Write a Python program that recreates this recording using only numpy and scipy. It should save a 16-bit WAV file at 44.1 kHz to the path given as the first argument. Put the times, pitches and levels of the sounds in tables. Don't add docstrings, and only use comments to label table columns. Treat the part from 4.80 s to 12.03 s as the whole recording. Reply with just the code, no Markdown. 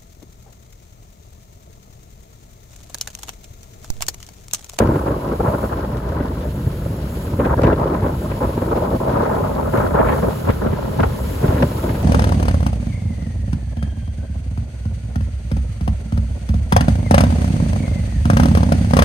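import sys
import numpy as np
from scipy import signal
from scipy.fft import rfft, irfft
from scipy.io import wavfile
from scipy.ndimage import uniform_filter1d

SR = 44100
rng = np.random.default_rng(int(sys.argv[2]) if len(sys.argv) > 2 else 0)


def to_wav(sig):
    pcm = np.clip(np.atleast_2d(sig), -1, 1) * 32767
    pcm = np.round(pcm).astype(np.int16)
    wavfile.write(sys.argv[1], SR, pcm.T)


N = 318843
TIME = np.arange(N) / SR
FREQ = np.maximum(np.arange(N // 2 + 1) * SR / N, 1)

# frequency in Hz, density in dB.
SHIP_COLOUR = [(25, -5), (55, 7.5), (120, -4), (200, -13), (350, -7), (600, -13.5), (1000, -40),
               (1600, -35), (2500, -39), (5000, -90)]
WASH_COLOUR = [(600, -1.5), (1500, 5), (2200, 3.5), (3000, 2), (4300, 0), (5600, -4.5), (6300, -5),
               (7000, -58), (15000, -74)]
SPRAY_COLOUR = [(4000, -29), (6000, -11.5), (6900, -4), (9000, -4.5), (11500, -0.5), (13500, -0.5),
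                (15500, -7)]
RUMBLE_COLOUR = [(22, -44), (31, -29), (45, -6.5), (65, 1), (120, -1.5), (180, -6.5), (280, -13.5),
                 (600, -26)]
TICK_COLOUR = [(800, -4), (1800, 0), (3200, -2), (4500, -6), (6000, -15)]
CRACKLE_COLOUR = [(800, -30), (1600, 10), (2400, -0.5), (4000, -12.5), (5500, -30), (7500, -37)]
GUST_COLOUR = [(60, -27), (140, -0.5), (230, 1), (380, 0.5), (560, -1), (720, -4.5), (1000, -26.5),
               (1600, -26), (3000, -70)]
RASP_COLOUR = [(350, -26), (650, 7), (850, 3.5), (1100, 3), (1450, -3), (1800, -5.5), (2300, -8),
               (3200, -24), (6000, -48)]

# pitch in Hz, rms level in dB.
HUM = [(59.2, -37), (120, -51), (156, -45), (208, -45.5)]
# time in seconds, swell in dB.
SWELL = [(0.0, -51), (0.16, -51.5), (0.38, -53), (0.86, -49.5), (0.97, -54.5), (1.37, -57), (1.89, -50),
         (2.09, -52.5), (2.44, -48), (2.64, -53.5), (3.12, -53.5), (3.36, -50.5), (4.87, -51), (5.01, -46),
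         (5.19, -52.5), (5.32, -47.5), (5.62, -47), (5.86, -53), (6.4, -48), (6.48, -46), (6.68, -45.5),
         (7.23, -48)]
# time in seconds, level at the mean swell in dB.
WASH = [(0.0, -46), (1.3, -45.5), (2.4, -46.5), (3.6, -45), (4.4, -44.5), (4.9, -46.5), (6.2, -43.5),
        (7.23, -43)]
# time in seconds, level in dB.
RUMBLE = [(0.0, -23.5), (0.45, -31), (1.4, -24.5), (2.3, -24.5), (2.8, -23.5), (3.7, -25), (5.1, -24.5),
          (6.75, -23.5), (7.23, -23.5)]
# time in seconds, level in dB, decay in seconds, upper edge in Hz.
SNAPS = [(0.004, -20, 0.0018, 2000), (0.0735, -30, .001, 3200), (1.171, -33.5, .0008, 5000),
         (1.291, -35, .0006, 5000), (2.603, -29, .002, 1900), (2.649, -28, .003, 2200),
         (2.6595, -29, 0.0022, 2500), (2.8197, -25, .0006, 4000), (2.8342, -17.5, 0.0024, 2150),
         (2.835, -32, 0.00055, 6500), (2.843, -23, 0.0022, 2300), (2.849, -25, 0.0024, 2000),
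         (2.853, -26, 0.0018, 2300), (2.8695, -24.5, .003, 2470), (2.8765, -31, .002, 2500),
         (2.9305, -27, .002, 2200), (4.974, -25, .001, 2800), (5.692, -25.5, 0.0028, 1900),
         (5.705, -23, .003, 2100), (6.199, -24, 0.0022, 1700), (6.2046, -20, .0015, 2300),
         (6.2318, -21, .002, 1800), (6.238, -23, 0.0027, 2100), (6.682, -27, .0015, 3000),
         (6.8240, -15, .003, 1780), (6.8287, -16, .002, 1870)]
# time in seconds, roar in dB, thump in dB, crackle in dB.
BUFFETS = [(0.008, -12, -27, -39), (0.025, -14, -28, -34), (0.092, -15.5, -12, -50),
           (0.163, -13.5, -11.5, -40), (0.281, -14, -17, -39), (0.607, -19, -21, -56),
           (0.686, -21, -8, -52), (0.748, -17, -13, -54), (0.84, -16.5, -21, -51), (1.41, -17.5, -15, -40),
           (1.874, -24.5, -7.5, -46), (2.063, -24, -18, -61), (2.54, -21, -14, -50),
           (2.604, -10.5, -12, -34), (2.659, -19, -29, -35), (2.819, -16, -26, -38), (2.842, -12, -15, -41),
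           (2.849, -15, -6.5, -40), (2.878, -8.5, -13.5, -36), (2.932, -12.5, -19, -35),
           (3.233, -28, -9, -39), (3.268, -17, -33, -42), (3.521, -20.5, -19, -35), (3.697, -18, -23, -50),
           (3.781, -15.5, -26, -44), (3.825, -13, -26, -40), (3.93, -12.5, -28, -54),
           (3.962, -18, -30, -46), (3.981, -11, -38, -43), (4.132, -21, -29, -48), (4.165, -21, -21, -53),
           (4.339, -18, -11, -39), (4.371, -17, -21, -44), (4.517, -12.5, -34, -50), (4.941, -7, -32, -37),
           (4.982, -13, -11.5, -37), (5.152, -12.5, -27, -43), (5.201, -8, -33, -33),
           (5.262, -26, -36, -38), (5.281, -29, -34, -28), (5.303, -18, -30, -33), (5.331, -20, -34, -33),
           (5.435, -12.5, -28, -39), (5.699, -12.5, -8, -29), (5.868, -15, -31, -35.5),
           (5.934, -17, -12.5, -38), (6.202, -14, -10, -38), (6.24, -19, -27, -32), (6.647, -17, -25, -35),
           (6.692, -19, -5, -37), (6.724, -17.5, -26, -39), (6.747, -30, -6, -37), (6.783, -28, -24, -33),
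           (6.831, -9.5, -10, -42), (7.102, -20, -12, -36), (7.154, -16, -18, -39)]
# start in seconds, hold in seconds, pitch in Hz, level in dB.
BOOMS = [(0.0, 0.11, 168, -18), (0.306, 0.023, 199, -19.5), (0.65, 0.032, 129, -24.5),
         (2.667, 0.054, 62, -20), (2.816, .055, 62, -17), (4.946, 0.06, 68, -26),
         (6.198, 0.075, 66.4, -18.5), (6.675, 0.115, 62, -23.5), (6.82, 0.023, 128, -12)]
# time in seconds, strength against the usual in dB.
WIND = [(0.0, 8), (0.22, 1), (0.75, 3.5), (1.65, -3.5), (1.76, -9), (2.55, -7.5), (2.62, 4.5), (3.1, 4.5),
        (3.42, -3.5), (4.18, 6.5), (4.45, 9.5), (4.9, 4), (5.35, 7.5), (5.6, 1), (6.02, -1), (6.3, -5),
        (6.6, -3), (7.23, -1.5)]
# start in seconds, hold in seconds, roar in dB, rasp against roar in dB.
GUSTS = [(0.0, 0.07, -22, -15), (0.095, 0.074, -23, -15), (0.258, 0.055, -24, -2), (0.44, 0.095, -23, -7),
         (0.598, 0.0092, -23.5, 3), (0.639, 0.067, -21.5, 1), (0.735, 0.013, -18, 2),
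         (0.824, 0.018, -30, 2.5), (0.91, 0.023, -27.5, 1), (0.966, 0.044, -27.5, -4.5),
         (1.365, 0.028, -30, 1.5), (2.587, 0.045, -19, -19), (2.64, 0.029, -16.5, -8),
         (2.692, 0.051, -24.5, 3.5), (2.78, 0.02, -14.5, -14), (2.834, 0.077, -18.5, -2),
         (2.982, 0.097, -22, 1.5), (3.09, 0.061, -21, -6.5), (3.222, 0.074, -23.5, -3.5),
         (3.608, 0.042, -22, 0.5), (3.772, 0.044, -38, 1), (3.912, 0.069, -25, 3.5),
         (4.031, 0.036, -21, -5), (4.113, 0.051, -17, -11), (4.263, 0.073, -22, -4), (4.36, 0.057, -21, -6),
         (4.637, 0.038, -30, 3), (4.779, 0.053, -31, 7.5), (4.934, 0.13, -22.5, 0.5),
         (5.133, 0.099, -24, 5.5), (5.242, 0.096, -21, -1), (5.38, .012, -26.5, 1),
         (5.439, 0.049, -20.5, -8), (5.67, 0.012, -17, -7), (5.684, 0.015, -18.5, -0.5),
         (5.815, 0.06, -21.5, -6), (6.187, 0.023, -15.5, -6), (6.23, 0.0098, -21.5, 6.5),
         (6.63, 0.03, -16, -11), (6.675, 0.12, -20.5, -7.5), (6.795, 0.05, -18, -11),
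         (7.034, 0.069, -22.5, -6.5)]
# middle in seconds, length in seconds, gain change in dB.
LULLS = [(0.216, 0.051, 0.5), (0.397, 0.05, -3.5), (0.576, 0.046, -7), (0.761, 0.037, -5.5),
         (0.881, 0.03, -7), (1.082, 0.047, -5.5), (1.222, 0.069, -4.5), (2.58, 0.014, -4),
         (2.762, 0.034, -6.5), (2.806, 0.015, -7), (2.955, 0.03, -4.5), (3.385, 0.044, -5.5),
         (3.755, 0.029, -6), (3.81, .022, -3), (3.945, 0.019, -5), (4.103, .022, -1), (4.184, 0.034, -17),
         (4.247, 0.02, -2.5), (4.91, 0.042, -6), (5.137, 0.029, -6), (5.41, 0.039, -4),
         (5.587, 0.087, -5.5), (5.665, 0.014, -5), (5.774, .07, -5)]
# time in seconds, edge in Hz.
EDGE = [(0, 1660), (0.55, 1450), (0.8, 1520), (0.98, 1790), (2.6, 1640), (2.72, 1770), (2.93, 1750),
        (3.0, 1310), (3.07, 1520), (3.15, 1800), (3.3, 1620), (3.62, 1330), (3.8, 1560), (3.95, 1370),
        (4.28, 1330), (4.45, 1880), (4.6, 1380), (4.78, 1340), (4.95, 1740), (5.15, 1610), (5.3, 1780),
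        (5.5, 1580), (5.7, 1660), (6.79, 1570), (7.23, 1550)]
# frequency in Hz, phase lag in radians, likeness 0-1, left minus right in dB.
PORTS = [(190, 0.14, 0.91, 0.5), (294, 2.84, 0.79, 1), (401, 4.63, 0.62, -0.5), (516, 5.83, 0.75, -1),
         (744, 9.63, 0.86, 0), (1004, 12.97, 0.53, 2), (1148, 15.17, 0.8, 3), (1266, 17.95, 0.42, 2),
         (1590, 20.06, 0.87, 2.5), (2020, 19.2, 0.11, 0), (4300, 31, 0.1, 0), (5450, 17, 0.47, -2.5)]
# time in seconds, crossover in Hz.
MONO_BELOW = [(0, 535), (2, 600), (3.7, 560), (4.1, 404), (4.5, 282), (5, 204), (5.9, 157), (6.4, 223),
              (6.8, 393), (7.2, 415)]

WASH_GROWTH = 0.43
SPRAY_DB, SPRAY_LAG_MS = 4.5, .2233
TICK_GROWTH = 0.3
BUFFET_RASP_DB = -10.5
ROAR_DB, ROAR_GROWTH = -27.5, 0.79
RASP_DB, RASP_GROWTH = -31, 1
GUST_ATTACK_S, GUST_RELEASE_S = 0.0071, 0.0086
GUST_RUMBLE_DB = -6
DEEP_HZ, DEEP_SHIFT = 406, 0.27
TOP_HZ = 15800


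def undb(db):
    return 10 ** (np.asarray(db) / 20)


def curves(table):
    s, *columns = np.transpose(table)
    return [np.interp(TIME, s, c) for c in columns]


def spectra(table):
    hz, *columns = np.transpose(table)
    return [np.interp(np.log(FREQ), np.log(hz), c) for c in columns]


def noise(colour):
    skirts = np.minimum(FREQ / colour[0][0], 1) ** 3 * np.minimum(colour[-1][0] / FREQ, 1) ** 3
    spectrum = rfft(rng.standard_normal((2, N))) * undb(spectra(colour)[0]) * skirts
    x = irfft(spectrum, N)
    return x / x.std()


def flutter(rate_hz, depth_db):
    wander = irfft(rfft(rng.standard_normal(N)) / (1 + (2 * FREQ / rate_hz) ** 4), N)
    gain = undb(depth_db * np.clip(wander / wander.std(), -2.5, 2.5))
    return gain / np.sqrt(np.mean(gain ** 2))


def puff(age_s, rise_s, fall_s):
    return np.exp(-np.where(age_s < 0, (age_s / rise_s) ** 2, age_s / fall_s))


def surge(start_s, hold_s):
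    age_s = TIME - start_s
    attack = np.clip(age_s / GUST_ATTACK_S + .5, 0, 1)
    return attack * np.exp(-np.clip((age_s - hold_s) / GUST_RELEASE_S, 0, 20))


def burst(envelope, low_hz, high_hz):
    sos = signal.butter(2, [low_hz, high_hz], "band", fs=SR, output="sos")
    x = signal.sosfilt(sos, rng.standard_normal((2, N)) * (envelope + 1e-12))
    return x * np.sqrt(np.sum(envelope ** 2) / np.sum(x ** 2, axis=1, keepdims=True))


def churn(colour, size=600):
    x = noise(colour)
    power = uniform_filter1d(uniform_filter1d(x ** 2, size), size // 2)
    return x / np.sqrt(power)


def turbulence(x, clump_db=3.0, above_db=-16, size=512):
    hz, s, cells = signal.stft(x, SR, nperseg=size)
    below = 1 / (1 + (hz[:, None] / np.interp(s, *np.transpose(EDGE))) ** 10)
    clumps = uniform_filter1d(rng.standard_normal(cells.shape), size=3, axis=0)
    clumps = uniform_filter1d(clumps, size=4, axis=1)
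    clumps = undb(clump_db * clumps / clumps.std())
    gain = (below + undb(above_db) * (1 - below)) * clumps / np.sqrt(np.mean(clumps ** 2))
    return signal.istft(cells * gain, SR, nperseg=size)[1][:, :N]


def ship():
    hum = np.zeros(N)
    for hz, db in HUM:
        tone = np.sqrt(2) * np.sin(2 * np.pi * (hz * TIME + rng.random()))
        hum += undb(db) * flutter(rate_hz=5.4, depth_db=2.5) * tone
    return noise(SHIP_COLOUR) * undb(-31.0) + hum


def sea():
    (wash_db,), (swell_db,) = curves(WASH), curves(SWELL)
    wash_gain = undb(wash_db + WASH_GROWTH * (swell_db - swell_db.mean()))
    wash = noise(WASH_COLOUR) * wash_gain * flutter(rate_hz=56, depth_db=1.18)
    spray = noise(SPRAY_COLOUR)[0] * undb(swell_db + SPRAY_DB)
    spray = spray * flutter(rate_hz=220, depth_db=0.5) * flutter(rate_hz=14, depth_db=0.75)
    late = -irfft(rfft(spray) * np.exp(-2j * np.pi * FREQ * SPRAY_LAG_MS / 1000), N)
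    return wash, np.array([late, spray])


def rumble(gain):
    return noise(RUMBLE_COLOUR) * gain * flutter(rate_hz=22, depth_db=1.0)


def ticks(rasp_gain, count=260, tick_s=0.001, tick_db=-38):
    hits = np.zeros(N)
    hits[(rng.random(count) * N).astype(int)] = undb(tick_db)
    envelope = signal.lfilter([1], [1, -np.exp(-1 / (tick_s * SR))], hits)
    return noise(TICK_COLOUR) * envelope * (rasp_gain / np.median(rasp_gain)) ** TICK_GROWTH


def snaps(low_hz=600):
    return sum(undb(db) * burst(puff(TIME - s, rise_s=0.0004, fall_s=decay_s), low_hz, edge_hz)
               for s, db, decay_s, edge_hz in SNAPS)


def buffets(thump_hz=110, thump_s=0.0059, snap_ahead_s=0.0025):
    roar, crackle, thump = np.zeros((3, N))
    for s, roar_db, thump_db, crackle_db in BUFFETS:
        octaves, turn = rng.random(2) - [.5, 0]
        near = np.abs(TIME - s) < .12
        age_s = TIME[near] - s
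        roar[near] += undb(roar_db) * puff(age_s, rise_s=0.0068, fall_s=0.0064)
        crackle[near] += undb(crackle_db) * puff(age_s + snap_ahead_s, rise_s=0.009, fall_s=0.015)
        swing = np.sin(2 * np.pi * (thump_hz * 2 ** octaves * age_s + turn))
        thump[near] += undb(thump_db) * np.exp(-(age_s / thump_s) ** 2) * swing
    crackle = crackle * flutter(rate_hz=700, depth_db=3.0)
    air = turbulence(churn(GUST_COLOUR) + undb(BUFFET_RASP_DB) * churn(RASP_COLOUR))
    return thump + roar * air + crackle * churn(CRACKLE_COLOUR)


def booms(spread=1.64, lead_s=0.003):
    return sum(undb(db) * burst(surge(start_s - lead_s, hold_s), hz / spread, hz * spread)
               for start_s, hold_s, hz, db in BOOMS)


def lulls():
    gain_db = np.zeros(N)
    for s, length_s, change_db in LULLS:
        gain_db += change_db * np.exp(-np.minimum(np.abs(2 * (TIME - s) / length_s), 10) ** 4)
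    return undb(gain_db)


def airflow():
    (wind_db,), (rumble_db,) = curves(WIND), curves(RUMBLE)
    eddying = flutter(rate_hz=20, depth_db=0.68)
    low = (undb(rumble_db) * flutter(rate_hz=25.0, depth_db=0.3)) ** 2
    roar = (undb(ROAR_DB + ROAR_GROWTH * wind_db) * eddying) ** 2
    rasp = (undb(RASP_DB + RASP_GROWTH * wind_db) * eddying) ** 2
    for start_s, hold_s, roar_db, bright_db in GUSTS:
        power = (undb(roar_db) * surge(start_s, hold_s)) ** 2
        low = low + power * undb(GUST_RUMBLE_DB) ** 2
        roar = roar + power
        rasp = rasp + power * undb(bright_db) ** 2
    calm = lulls()
    return np.sqrt(low), np.sqrt(roar) * calm, np.sqrt(rasp) * calm


def gusts(roar_gain, rasp_gain):
    eddies = flutter(rate_hz=126, depth_db=1.24)
    stream = churn(GUST_COLOUR)
    deep = irfft(rfft(stream) / (1 + (FREQ / DEEP_HZ) ** 6), N)
    dullness = roar_gain / rasp_gain
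    lean = (dullness / np.median(dullness)) ** DEEP_SHIFT
    tilted = deep * lean + (stream - deep) / lean
    roar = tilted * roar_gain * flutter(rate_hz=370, depth_db=2.0)
    rasp = churn(RASP_COLOUR) * rasp_gain * flutter(rate_hz=620, depth_db=2.0)
    return turbulence(eddies * (roar + rasp))


def ports(pair):
    lag_rad, likeness, left_db = spectra(PORTS)
    likeness = np.clip(likeness, 0, 1)
    left, own = rfft(pair)
    right = likeness * np.exp(-1j * lag_rad) * left + np.sqrt(1 - likeness ** 2) * own
    return irfft(np.array([left * undb(left_db / 2), right * undb(-left_db / 2)]), N)


def scene():
    low, roar, rasp = airflow()
    wash, spray = sea()
    background = ship() + wash
    wind = rumble(low) + ticks(rasp) + snaps() + buffets() + booms() + gusts(roar, rasp)
    return ports(background + wind) + spray


def mono_bass(x, size=1024):
    hz, s, (left, right) = signal.stft(x, SR, nperseg=size)
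    crossover_hz = np.interp(s, *np.transpose(MONO_BELOW))
    shared = 1 / (1 + (hz[:, None] / crossover_hz) ** 8)
    right = (shared * left + (1 - shared) * right) / np.sqrt(1 - shared * (1 - shared))
    return signal.istft(np.array([left, right]), SR, nperseg=size)[1][:, :N]


def record(dry, low_cut_hz=33):
    high_pass = signal.butter(4, low_cut_hz, "high", fs=SR, output="sos")
    x = signal.sosfilt(high_pass, mono_bass(dry))
    x = x / (1 + (x / .9) ** 6) ** (1 / 6)
    return signal.sosfilt(signal.ellip(10, .2, 80, TOP_HZ, fs=SR, output="sos"), x)


dry = scene()
out = record(dry)
to_wav(out)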